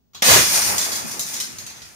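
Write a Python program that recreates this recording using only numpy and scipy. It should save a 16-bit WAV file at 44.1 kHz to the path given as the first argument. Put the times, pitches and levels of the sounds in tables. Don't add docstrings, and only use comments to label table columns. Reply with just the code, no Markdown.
import sys
import numpy as np
from scipy import signal
from scipy.fft import rfft, irfft, next_fast_len
from scipy.io import wavfile
from scipy.ndimage import map_coordinates

SR = 44100
rng = np.random.default_rng(int(sys.argv[2]) if len(sys.argv) > 2 else 0)


def dump(signal):
    limited = np.clip(np.atleast_2d(signal).T, -1, 1)
    pcm = np.round(limited * 32767).astype(np.int16)
    wavfile.write(sys.argv[1], SR, pcm)


N = 85995
T = np.arange(N) / SR
THRASH_START_S, FULL_FORCE_S, THRASH_FADE_S = 0.24, 0.26, 0.36
DIRECT_DB, WALL_DIRECT_DB = -7, -18


def cable_cut():
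    # t/s, level/dB
    strands = [(0.134, -57), (0.147, -41.5)]
    # f/Hz, level/dB
    tick_colour = [(50, -16), (170, -5), (500, -8), (1400, -5), (2600, -6.5), (3800, 2), (5200, -8),
                   (6700, -2.5), (9300, -19.5), (15000, -9)]
    snap_colour = [(60, -16), (130, -19), (210, 1.5), (600, 1.5), (1000, 0.5), (1900, 3.5), (2800, 0.5),
                   (4500, 2), (7000, -3), (10000, -4.5), (15000, -6)]
    ticks = sum(garage(hit(s, db, length_s=0.0056)) for s, db in strands)
    snap = garage(hit(0.2205, db=-18.5, length_s=0.0043, rise_s=0.0034))
    return coloured(ticks, tick_colour) + coloured(snap, snap_colour)


def cable_thrash():
    # t/s, level/dB
    wall_blows = [(0.263, -24.5), (.283, -17), (.304, -18.5), (.335, -19), (.361, -19.5), (0.384, -25.5)]
    # f/Hz, level/dB
    lash_colour = [(25, -37), (42, -26), (70, -5.5), (160, -0.5), (380, -5.5), (800, -1), (2000, -1),
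                   (3200, -0.5), (6000, 3), (10000, 0), (15000, 1.5)]
    blow_colour = [(30, -20), (45, -3), (80, 5), (170, 4), (300, 7.5), (420, 7), (700, 2.5), (2000, 3),
                   (6000, -3.5), (15000, -8)]
    rise_db_per_s, fall_db_per_s = 210, 190
    force_db = -8.5 - rise_db_per_s * np.maximum(FULL_FORCE_S - T, 0)
    force_db -= fall_db_per_s * np.maximum(T - THRASH_FADE_S, 0)
    force_db = np.where(T > THRASH_START_S, force_db, -120)
    lashing = clatter(force_db, lash_colour, per_s=2500, scatter_db=5.5)
    blows = sum(garage(hit(s, db, length_s=0.0044), WALL_DIRECT_DB) for s, db in wall_blows)
    return lashing + coloured(blows, blow_colour)


def loose_cable():
    # t/s, level/dB, contact length/s, brightness/(dB
    slap_hits = [(0.535, -27.5, 0.01, -3), (.55, -30.5, 0.027, -2.5), (0.6164, -29.5, 0.009, -3),
                 (0.7806, -23.5, 0.0047, -0.5), (0.811, -27.5, 0.016, -2), (0.918, -28, 0.011, 0),
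                 (0.954, -31, 0.009, 2.5), (1.1123, -34.5, 0.0037, 1), (1.1932, -25.5, 0.0074, 3),
                 (1.262, -35.5, 0.016, 0.5), (1.336, -32, 0.013, 1), (1.364, -36.5, 0.0098, -3.5),
                 (1.4008, -27.5, 0.0045, 0), (1.5834, -38.5, 0.0066, 0), (1.664, -40, 0.0047, -2.5),
                 (1.70, -45.5, 0.0043, -0.5), (1.761, -48, 0.01, -4), (1.8177, -44.5, 0.0074, -4.5)]
    # t/s, level/dB
    scrape_levels = [(.40, -19), (.47, -19), (.54, -15), (.60, -20.5), (.67, -17), (.74, -27.5), (.85, -24),
                     (.89, -30), (.97, -28), (1.01, -37.5), (1.07, -30.5), (1.17, -36.5), (1.28, -29.5),
                     (1.42, -36.5), (1.52, -40.5), (1.70, -50.5), (1.94, -48.5)]
    # f/Hz, level/dB
    slap_colour = [(100, -18.5), (600, -23.5), (2000, -8), (2900, -10), (3600, -2), (5000, -0.5),
                   (6500, 1.5), (8500, -5), (11000, -4.5), (15000, -7.5)]
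    scrape_colour = [(200, -33), (900, -13.5), (2400, -6.5), (3500, -9.5), (5500, 0), (7000, -3),
                     (8550, -4.5), (8850, 4.5), (9300, -1), (15000, -4)]
    slaps = np.zeros((2, N))
    for s, db, length_s, brightness in slap_hits:
        tilted = [(hz, tone_db + brightness * np.log2(hz / 5000)) for hz, tone_db in slap_colour]
        slaps += coloured(garage(hit(s, db, length_s), direct_db=-6.5), tilted)
    catch_db = 2.5 * wobble(per_s=45)
    scrape = clatter(level_curve(scrape_levels) + catch_db, scrape_colour, per_s=900, scatter_db=3)
    return (slaps + scrape) * amp([[0.25], [-0.25]])


def ringing_steel(cable, track_db=-19, coil_db=-18):
    # f/Hz, level/dB, time to fade by 60 dB/s
    track_tones = [(380, 1, 0.13), (444, -3, 0.18), (924, -3.5, 0.44), (1872, 1, 0.29), (2474, 10, 0.93),
                   (2603, 1, 0.32), (2850, -3, 0.42), (3370, 4.5, .5), (4250, 5, .4), (4770, 9, 0.69),
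                   (5880, -6, 0.58), (6160, 5, 0.94), (6940, -29, .4), (8880, -0.5, 0.65)]
    t = T[:SR]

    def ring(hz, fade_s):
        return np.sin(2 * np.pi * (hz * t + rng.random((2, 1)))) * amp(-60 * t / fade_s)

    track = sum(amp(db) * ring(hz, fade_s) for hz, db, fade_s in track_tones)
    coil = sum(ring(hz, fade_s=1) for hz in rng.uniform(700, 8000, 160))
    track *= amp(track_db) / np.linalg.norm(track[0])
    coil *= amp(coil_db) / np.linalg.norm(coil[0])
    return convolved(cable, track + coil)


def cable_end_pings(rise_s=0.002, fade_s=0.1):
    # t/s, f/Hz, level/dB
    strikes = [(.553, 6713, -22), (.618, 5857, -15), (1.05, 2474, -35), (1.40, 3490, -32)]
    pings = np.zeros(N)
    for s, hz, db in strikes:
        age = np.maximum(T - s, 0)
        loudness = amp(db - 60 * age / fade_s) * (1 - np.exp(-age / rise_s))
        pings += loudness * np.sin(2 * np.pi * hz * age)
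    return garage(pings, direct_db=0)


def wall_and_debris():
    # t/s, level/dB, f/Hz
    knock_hits = [(0.151, -54.5, 89.5), (.19, -60, 120), (0.659, -41, 91.7), (0.721, -57, 184),
                  (1.039, -43, 222), (1.138, -45, 280), (1.358, -53.5, 540), (1.479, -49, 247),
                  (1.528, -51, 95.5), (1.619, -50, 149), (1.732, -53.5, 149)]
    # t/s, level/dB
    debris_levels = [(.40, -58), (.48, -33.5), (.535, -23.5), (.62, -30), (.72, -24), (.82, -35.5),
                     (.88, -28.5), (1.05, -36.5), (1.19, -37.5), (1.25, -40.5), (1.35, -38.5), (1.53, -58),
                     (1.60, -44.5), (1.94, -55)]
    rumble_levels = [(.15, -65), (.225, -53), (.27, -31.5), (.45, -42), (.72, -41.5), (1.12, -45.5),
                     (1.25, -48.5), (1.55, -49), (1.94, -56.5)]
    # f/Hz, level/dB
    debris_colour = [(60, -25), (200, -1), (400, -2.5), (800, 1), (1500, -2), (2500, -3.5), (4000, -29.5),
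                     (12000, -8.5)]
    rumble_colour = [(25, -33), (42, -20), (62, -6), (92, 2.5), (125, -1), (220, 1), (320, -7), (700, -16),
                     (3000, -61)]
    knocks = np.zeros((2, N))
    for s, db, hz in knock_hits:
        dull = [(hz / 4, -27.5), (hz, 0), (hz * 4, -27.5), (SR / 2, -80)]
        knocks += coloured(garage(hit(s, db, length_s=0.0058), WALL_DIRECT_DB), dull)
    patter = clatter(level_curve(debris_levels), debris_colour, per_s=500, scatter_db=2.5)
    rumble_db = level_curve(rumble_levels)
    rumble = clatter(rumble_db, rumble_colour, per_s=600, scatter_db=2, direct_db=WALL_DIRECT_DB)
    return knocks + patter + rumble


def plastic_sheet(loudest_s=1.47, peak_db=-46, slope_db_per_s=16):
    # f/Hz, level/dB
    rustle_colour = [(200, -13), (700, -4), (1800, 2.5), (2700, 0), (4500, -8.5), (8000, -8), (15000, -20)]
    swell_db = peak_db - slope_db_per_s * np.abs(T - loudest_s)
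    return clatter(np.where(T > THRASH_FADE_S, swell_db, -120), rustle_colour, per_s=700, scatter_db=6)


def garage(x, direct_db=DIRECT_DB):
    # f/Hz, time to fade by 60 dB/s
    echo_times = [(80, 0.39), (300, 0.28), (1500, 0.35), (6000, 0.34), (15000, 0.23)]
    right_lag_s = 0.00035
    hz, t, noise = signal.stft(rng.standard_normal((2, SR * 2 // 3)), SR, nperseg=256)
    fade = amp(-60 * t / along(echo_times, hz)[:, None])
    echo = signal.istft(noise * fade, SR, nperseg=256)[1]
    echo /= np.linalg.norm(echo[0])
    echo[0, 0] += amp(direct_db)
    echo[1, round(right_lag_s * SR)] += amp(direct_db)
    return convolved(x, echo / np.linalg.norm(echo[0]))


def room_hush():
    # f/Hz, level/dB
    hush_colour = [(25, 1), (90, -1), (220, -4.5), (500, -17.5), (2000, -32), (6000, -30), (15000, -48)]
    return amp(-64) * coloured(rng.standard_normal((2, N)), hush_colour)


def contacts(per_s, scatter_db):
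    sizes = amp(scatter_db * np.clip(rng.standard_normal(N), -2, 2)) * rng.choice([-1, 1], N)
    clicks = sizes * (rng.random(N) < per_s / SR)
    return clicks / np.sqrt(np.mean(clicks ** 2) + 1e-20)


def hit(start_s, db, length_s, rise_s=0.0004):
    age = np.maximum(T - start_s, 0)
    burst = contacts(per_s=7000, scatter_db=5.5) * (1 - np.exp(-age / rise_s)) * np.exp(-age / length_s)
    return amp(db) * burst * np.sqrt(SR / 10 / (np.sum(burst ** 2) + 1e-20))


def clatter(level_db, colour, per_s, scatter_db, direct_db=DIRECT_DB, places=3):
    streams = (amp(level_db) * contacts(per_s / places, scatter_db) for _ in range(places))
    heard = sum(garage(stream, direct_db) for stream in streams)
    return coloured(heard / np.sqrt(places), colour)


def coloured(x, colour, size=8192):
    gains = amp(along(colour, np.fft.rfftfreq(size, 1 / SR)))
    cepstrum = irfft(np.log(gains))
    cepstrum[1:size // 2] *= 2
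    cepstrum[size // 2 + 1:] = 0
    response = irfft(np.exp(rfft(cepstrum)))
    return convolved(x, response / np.linalg.norm(response))


def convolved(x, response):
    return signal.fftconvolve(np.atleast_2d(x), np.atleast_2d(response), axes=1)[:, :N]


def wobble(per_s):
    return map_coordinates(rng.standard_normal(400), [T * per_s], mode="wrap")


def level_curve(points):
    return np.interp(T, *np.transpose(points), left=-120)


def along(points, hz):
    pitches, values = np.transpose(points)
    return np.interp(np.log(hz + 1), np.log(pitches + 1), values)


def amp(db):
    return 10 ** (np.asarray(db) / 20)


def scene():
    cable = cable_cut() + cable_thrash() + loose_cable()
    hush = room_hush()
    return cable + ringing_steel(cable) + cable_end_pings() + wall_and_debris() + plastic_sheet() + hush


def record(dry, ceiling=0.98, top_hz=15600):
    # f/Hz, level/dB
    microphone = [(25, -19), (42, -6), (60, -1), (5200, 0), (6000, 0.5), (6700, 3), (7200, -.5), (8200, -3),
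                  (8900, 0), (15000, -4.5)]
    size = next_fast_len(N + SR // 2)
    hz = np.fft.rfftfreq(size, 1 / SR)
    heard = irfft(rfft(dry, size) * amp(along(microphone, hz)), size)[:, :N]
    rounded = heard / (1 + np.abs(heard / ceiling) ** 6) ** (1 / 6)
    return irfft(rfft(rounded, size) * (hz < top_hz), size)[:, :N]


dry = scene()
out = record(dry)
dump(out)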